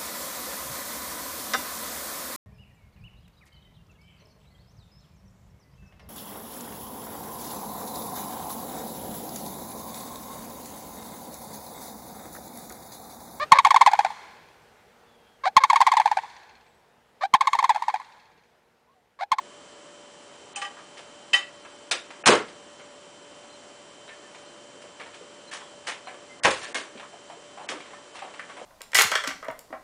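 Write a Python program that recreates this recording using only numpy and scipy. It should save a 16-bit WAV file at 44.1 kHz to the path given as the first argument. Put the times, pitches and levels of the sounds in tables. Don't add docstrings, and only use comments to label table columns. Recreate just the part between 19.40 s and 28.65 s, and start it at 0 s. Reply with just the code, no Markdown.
import sys
import numpy as np
from scipy import signal
from scipy.fft import rfft, irfft
from scipy.io import wavfile
from scipy.ndimage import map_coordinates

SR = 44100
rng = np.random.default_rng(int(sys.argv[2]) if len(sys.argv) > 2 else 0)


def output_pcm(signal):
    pcm = np.clip(np.atleast_2d(signal).T, -1, 1) * 32767
    wavfile.write(sys.argv[1], SR, np.round(pcm).astype(np.int16))


def voltage_ratio(decibels):
    exponent = np.asarray(decibels, float) / 20
    return 10 ** exponent


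N = 407925

# [t/s, peak level/dB, brightness/dB, t60/s]
SQUEEZES = [(2.858, -11, 2.5, .088), (2.866, -9, -6, .073), (2.874, -7.5, -3, .062),
            (2.887, -6.5, -30, .041), (2.893, -12, -16, .079), (2.903, -9, -12, .065),
            (2.916, -11.5, -10, .091), (2.927, -15, -12, .04), (2.948, -20, -5, .06), (7.034, -30, 8, .14),
            (7.041, -22.5, -2, .07), (7.047, -12.5, -10, .11), (7.054, -11, -16, .08),
            (7.072, -15.5, -19, .09), (7.104, -30, 9, .11), (7.137, -33, -4, .062)]
# [t/s, peak level/dB, brightness/dB, t60/s]
SNAPS = [(1.16, -40.5, 4, .36), (1.215, -36, 1, .16), (1.932, -24, 5, .18), (2.511, -19.5, 7, .059),
         (2.523, -25, -14, .12), (1.575, -51, 9, .17), (3.081, -51, 6, .12), (4.948, -48, 3, .06),
         (5.417, -46, 5, .05), (5.74, -49, 6, .14), (6.112, -45, 7, .072), (6.468, -42, 8, .11),
         (7.344, -25, 1, .28), (8.287, -29, 2.5, .15), (8.313, -29, -18, .32)]
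# [t/s, peak level/dB, brightness/dB, t60/s]
SCRAPES = [
    (6.115, -35.5, 2, .26),
    (6.46, -29, -1, .24),
    (7.15, -47, 11, .45),
    (7.21, -38, 3, .37),
    (8.735, -41, -2, .36),
]
# [f/Hz, width/Hz, level/dB]
TOOL_MODES = [(447, 500, 7.5), (1110, 140, 4), (1700, 110, -6.5), (2270, 10, -66), (2540, 10, -19),
              (2800, 23, -41), (3350, 9.3, -28), (3470, 9, -27)]
# [t/s, level/dB, contact/s, free ring/s]
TIP_HITS = [
    (1.158, -35.5, 0.0016, 0.1),
]
SEAT_HITS = [
    (1.215, -32, 0.0035, 0.062),
    (1.248, -35.5, 0.0028, 0.033),
]
BLOW_HITS = [
    (1.931, -18.5, 0.0021, 0.023),
    (1.939, -20, 0.0028, .075),
]
# [f/Hz, t60/s, tip level/dB, seating level/dB, nose blow level/dB]
FRAME_MODES = [(809, 0.36, -5, -3.5, -24), (1180, 0.23, -9, 0.5, -16), (1590, .2, -27, -7, -22),
               (1920, 0.12, -12, 2, -1), (1954, 0.39, -30, -12, -4), (2477, 0.056, -1, -7, -3),
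               (2640, 0.055, 1, -3, 2), (2920, 0.078, -15, -7, -12), (3058, 0.14, 2, 0, 4),
               (3740, 0.23, -21, -20, -14), (4870, 0.066, -12, -19, -16), (5095, 0.091, -7, -12, -9),
               (6030, 0.085, -5, -15, -22), (7130, .15, -14, -28, -29), (6700, 0.14, -8, -22, -20),
               (7100, 0.19, -12, -24, -25), (8460, 0.16, -1, -28, -25), (9000, .12, -20, -32, -32),
               (9900, 0.099, -22, -36, -31)]
# [t/s, peak level/dB, ring f/Hz]
KNOCKS = [(1.147, -43, 2670), (1.57, -40, 2040), (2.247, -39, 1220), (2.703, -35.5, 990),
          (2.837, -33, 2550), (3.081, -44, 1160), (3.396, -40, 1600), (4.677, -43, 1080), (4.945, -43, 847),
          (5.597, -30.5, 1500), (5.611, -38, 1620), (5.659, -39, 956), (5.735, -42, 1360),
          (6.519, -32, 1970), (7.573, -37, 2640), (7.596, -35, 720), (8.402, -35.5, 2390),
          (8.457, -44, 1110), (8.788, -36, 1730), (8.901, -45, 665), (8.936, -37, 854)]
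# [t/s, peak
# level/dB, ring f/Hz]
TINKS = [(1.305, -40, 1180), (1.366, -32, 1170), (1.385, -36, 1200), (2.31, -49, 848), (7.047, -15, 1110),
         (4.688, -33, 1770), (4.709, -44, 1690), (6.209, -33, 1030), (6.67, -22, 760), (6.681, -30, 1700),
         (7.629, -33.5, 985), (7.729, -32.5, 703), (7.898, -27, 810), (8.172, -25, 785), (8.194, -33, 740),
         (8.213, -35, 836), (8.239, -35, 790), (8.532, -33, 1000), (8.82, -24, 793), (8.848, -33, 692),
         (8.992, -21.5, 1564), (9.018, -40, 1800), (9.195, -39, 680)]
# [t/s, peak level/dB, ring f/Hz]
LOW_TICKS = [
    (3.399, -50, 557),
    (5.312, -46, 460),
    (5.438, -31, 442),
    (5.81, -34, 440),
    (6.742, -30, 467),
    (7.552, -32, 452),
    (7.915, -38, 700),
    (7.969, -36, 450),
    (8.878, -29, 556),
    (9.215, -31, 541),
]
# [t/s, peak level/dB, ring f/Hz]
RUBS = [
    (1.584, -45, 930),
    (6.699, -37.5, 824),
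    (8.499, -39, 790),
    (8.744, -38, 990),
    (9.074, -41, 700),
    (9.089, -32, 1110),
    (9.162, -32, 720),
]
# [t/s, f/Hz, level/dB, length/s]
PINGS = [(2.865, 2540, -24, .016), (4.08, 4120, -58, .091), (4.675, 3850, -54, .026),
         (4.69, 1780, -49, .056), (4.83, 1780, -54, .05), (5.057, 4130, -58, .05), (6.073, 4110, -44, .032),
         (6.111, 1750, -44, .02), (6.205, 3360, -54, .088), (6.66, 4110, -51, .035),
         (6.886, 2070, -52, .06), (7.216, 1760, -43, .08), (7.345, 2158, -35, .035),
         (8.226, 4060, -60, .04), (8.535, 1790, -46, .058)]
# [t/s, level/dB, f/Hz, t60/s]
THUDS = [
    (2.861, -33, 170, .13),
    (2.88, -20, 245, .12),
    (2.92, -16, 440, .1),
    (7.042, -35, 130, .11),
    (7.051, -33.5, 247, .2),
    (7.28, -46, 450, .2),
    (7.35, -41, 400, .25),
    (7.55, -50, 220, .15),
    (8.292, -41, 310, .2),
]
# [f/Hz, t60/s]
ROOM_DECAY = [(100, 0.44), (400, 0.25), (1500, 0.31), (8000, 0.21)]
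# [f/Hz, level/dB per Hz]
HISS_COLOUR = [(15, -60), (25, -33.5), (131, -14), (317, -5.5), (524, -6), (580, -7), (709, -8.5),
               (1140, -10), (2370, -16.5), (3050, -16), (3290, -18), (3820, -19), (6490, -20.5),
               (7730, -22), (10200, -26), (13300, -66), (22000, -120)]
# [f/Hz, rms level/dB]
WHINES = [(990.5, -69), (2859, -70.5), (2918, -82.5), (2977, -74), (3036, -77), (3095, -61), (3445, -74.5),
          (4102, -74.5), (5722, -73), (5782, -73.5), (5835, -77), (6885, -75), (7558, -79), (7590, -66),
          (7617, -83), (7860, -72)]
# [hit t/s, length/s, above f/Hz]
DROPOUTS = [
    (1.158, .02, 4600),
    (1.932, .003, 5000),
    (2.512, .006, 1800),
    (2.839, .008, 1000),
    (2.857, .018, 3000),
    (6.112, .006, 4500),
    (7.034, .029, 2200),
    (7.345, .013, 2300),
    (8.286, .018, 2800),
]


def evened(x):
    return x / np.sqrt(np.mean(x ** 2) + 1e-20)


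def read(points, hz):
    f, value = np.transpose(points)
    return np.interp(np.log(hz + 1), np.log(f + 1), value)


def add(mix, s, sound):
    part = mix[round(s * SR):][:len(sound)]
    part += sound[:len(part)]


def band(x, lo_hz, hi_hz):
    sos = signal.butter(2, [lo_hz, hi_hz], "band", fs=SR, output="sos")
    return evened(signal.sosfilt(sos, x))


def slow(per_s):
    points = rng.standard_normal(400)
    at = np.arange(0, N + 64, 64)
    curve = map_coordinates(points, [at / SR * per_s], order=3)
    return np.interp(np.arange(N), at, evened(curve))


def burst(rise, t60, hold=0.):
    t = np.arange(round(.45 * SR)) / SR
    rise, t60 = max(rise, 3e-4), max(t60, .01)
    fall_db = -60 * np.maximum(t - rise - hold, 0) / t60
    return np.sin(np.pi / 2 * np.minimum(t / rise, 1)) ** 2 * voltage_ratio(fall_db)


def rattle(clicks_per_s, spread_db):
    strength = voltage_ratio(spread_db * np.minimum(rng.exponential(1, N), 4))
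    clicks = strength * (rng.random(N) < clicks_per_s / SR)
    puffs = signal.lfilter([1], [1, -.97], clicks)
    return evened((1.5 + puffs) * rng.standard_normal(N))


def snaps(chatter):
    hz = np.fft.rfftfreq(N, 1 / SR)
    modes = sum(voltage_ratio(db - 6.5) / np.hypot(1, 2 * (hz - f) / width) for f, width, db in TOOL_MODES)
    body = irfft(rfft(chatter) * (1 + modes) / (1 + hz / 2070.0), N)
    bass, middle, upper, treble = (np.zeros(N) for _ in range(4))
    for rows, rise in ((SNAPS + SQUEEZES, .002), (SCRAPES, .025)):
        for s, peak_db, bright_db, t60 in rows:
            bass_db = -13 - .5 * bright_db
            upper_db = 3 + .6 * bright_db
            add(bass, s, voltage_ratio(peak_db + bass_db - 8) * burst(rise + 0.0086, 0.96 * t60))
            add(middle, s, voltage_ratio(peak_db - 10) * burst(rise + 0.0014, t60))
            add(upper, s, voltage_ratio(peak_db + upper_db - 9) * burst(rise, .9 * t60, hold=.005))
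            add(treble, s, voltage_ratio(peak_db + bright_db - 9) * burst(rise, .85 * t60, hold=.006))
    low = bass * band(body, 320, 650) + middle * band(body[::-1], 650, 1500)
    high = upper * band(body, 1500, 3500) + treble * band(body[::-1], 3500, 11000)
    return low + high


def frame(column, hits):
    t = np.arange(round(.45 * SR)) / SR
    out = np.zeros(N)
    buzz = 2.2 * slow(40.)
    for s, level_db, contact, free in hits:
        chance = rng.random((len(FRAME_MODES), 3))
        sound = np.zeros(len(t))
        for (hz, t60, *dbs), (a, b, split) in zip(FRAME_MODES, chance):
            twin_hz = hz * (1 + .04 * (split - .5))
            twin = .35 * np.sin(2 * np.pi * (twin_hz * t + b))
            pair = np.sin(2 * np.pi * (hz * t + a)) + twin
            build = .011 * min(1, (1100 / hz) ** 2)
            buzz_db = np.roll(buzz, round(a * N))[:len(t)]
            sound += voltage_ratio(dbs[column] + buzz_db) * burst(contact + build, t60) * pair
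        damped_db = np.clip(900. * (t - free), 0, 12.0)
        add(out, s, voltage_ratio(level_db - damped_db) * sound)
    return out


def ticks(chatter):
    out = np.zeros(N)
    knock = band(chatter, 450, 2800)
    scratch = band(chatter, 3000, 11000)
    # table, treble/dB, knock/dB, rise/s, t60/s of a tick at -35 dB
    kinds = ((KNOCKS, -13, 3.5, .0025, .11), (TINKS, -22, -10, .0025, .13),
             (LOW_TICKS, -21, -11, .0025, .13), (RUBS, -15, -2.4, .012, .13))
    for rows, treble_db, knock_db, rise, t60 in kinds:
        for s, peak_db, hz in rows:
            shape = burst(rise, t60 * np.exp(-.035 * (peak_db + 35)))
            at = slice(round(s * SR), round(s * SR) + len(shape))
            shape = shape[:len(knock[at])]
            tone = np.sin(2 * np.pi * hz * np.arange(len(shape)) / SR)
            ring = .4 * tone + .7 * band(chatter[::-1][at], hz / 1.3, hz * 1.35)
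            noise = voltage_ratio(knock_db) * knock[at] + voltage_ratio(treble_db) * scratch[at]
            add(out, s, voltage_ratio(peak_db - 9) * shape * (ring + noise))
    return out


def spring():
    out = np.zeros(N)
    flutter = slow(40.07)
    for s, hz, level_db, length in PINGS:
        t = np.arange(round(length * SR)) / SR
        tone = np.sin(2 * np.pi * hz * t) * signal.windows.tukey(len(t), .5)
        add(out, s, voltage_ratio(level_db) * tone)
    return out * voltage_ratio(3.3 * flutter)


def thuds(chatter):
    out = np.zeros(N)
    t = np.arange(round(.45 * SR)) / SR
    rumble = .1 * band(band(chatter, 55, 130), 45, 150)
    for s, level_db, hz, t60 in THUDS:
        at = slice(round(s * SR), round(s * SR) + len(t))
        tone = .8 * np.sin(2 * np.pi * hz * t)
        rough = band(chatter[at], hz / 1.4, hz * 1.4)
        deep = rumble[at] * min(1, 180 / hz) ** 2
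        add(out, s, voltage_ratio(level_db) * burst(0.0091, t60) * (tone + rough + deep))
    return out


def room(x):
    out = np.zeros(N)
    turn = 2 * np.pi * 9 * np.arange(N) / SR
    at = np.arange(250, SR // 2 - 20, 20)
    for k in range(3):
        taps = np.zeros(SR // 2)
        taps[at + rng.integers(0, 20, len(at))] = rng.choice([-1., 1.], len(at))
        hz, t, z = signal.stft(taps, SR, nperseg=256)
        decay = voltage_ratio(-60 * t / read(ROOM_DECAY, hz)[:, None])
        tail = signal.istft(z * decay, SR, nperseg=256)[1]
        share = np.sqrt(2 / 3) * np.cos(turn + 2 * np.pi * k / 3)
        out += signal.fftconvolve(x * share, tail / np.linalg.norm(tail))[:N]
    return out


def camera():
    hz = np.fft.rfftfreq(N, 1 / SR)
    t = np.arange(N) / SR
    hiss = evened(irfft(rfft(rng.standard_normal(N)) * voltage_ratio(read(HISS_COLOUR, hz)), N))
    hum_hz = 583.6 + 1.45 * slow(25.)
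    hum_db = -53 + 0.96 * slow(5.7)
    hum = voltage_ratio(hum_db) * np.sin(2 * np.pi * np.cumsum(hum_hz) / SR)
    whine = np.zeros(N)
    for f, db in WHINES:
        whine_db = db + 3.5 + 0.5 * slow(7.2)
        whine += voltage_ratio(whine_db) * np.sin(2 * np.pi * (f * t + rng.random()))
    hiss_db = -50 + .3 * slow(3.)
    return voltage_ratio(hiss_db) * hiss + hum + whine


def scene():
    chatter = rattle(clicks_per_s=1500, spread_db=2.5)
    rings = sum(frame(k, hits) for k, hits in enumerate((TIP_HITS, SEAT_HITS, BLOW_HITS)))
    knocks = snaps(chatter) + ticks(chatter) + thuds(chatter)
    thin = rings + spring()
    echoes = voltage_ratio(-5.5) * room(knocks + thin / 2)
    return (knocks + thin + echoes + camera())[None]


def roll_off(x):
    return signal.sosfilt(signal.butter(12, 11330, fs=SR, output="sos"), x)


def record(dry):
    limited = .92 * np.tanh(dry[0] / .92)
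    hz, t, z = signal.stft(limited, SR, nperseg=256, noverlap=192)
    keep = np.ones(z.shape)
    for hit, length, above_hz in DROPOUTS:
        end = hit - .003
        keep[np.ix_(hz > above_hz, (t > end - length) & (t < end))] = 0
    power = signal.lfilter([.01], [1, -.99], (abs(z) ** 2).sum(0))
    odds = .02 + .07 * (power > 8 * np.median(power))
    patches = rng.random((len(hz) // 3 + 1, len(t) // 8 + 1))
    chance = np.kron(patches, np.ones((3, 8)))[:len(hz), :len(t)]
    treble = hz > 4500
    keep[treble] *= (chance > odds)[treble]
    patchy = signal.istft(z * keep, SR, nperseg=256, noverlap=192)[1][:N]
    edge = signal.firwin(401, 10040, window=("kaiser", 7), fs=SR)
    mix = signal.oaconvolve(patchy, edge, "same")[None]
    return roll_off(mix)


dry = scene()
out = record(dry)
output_pcm(out)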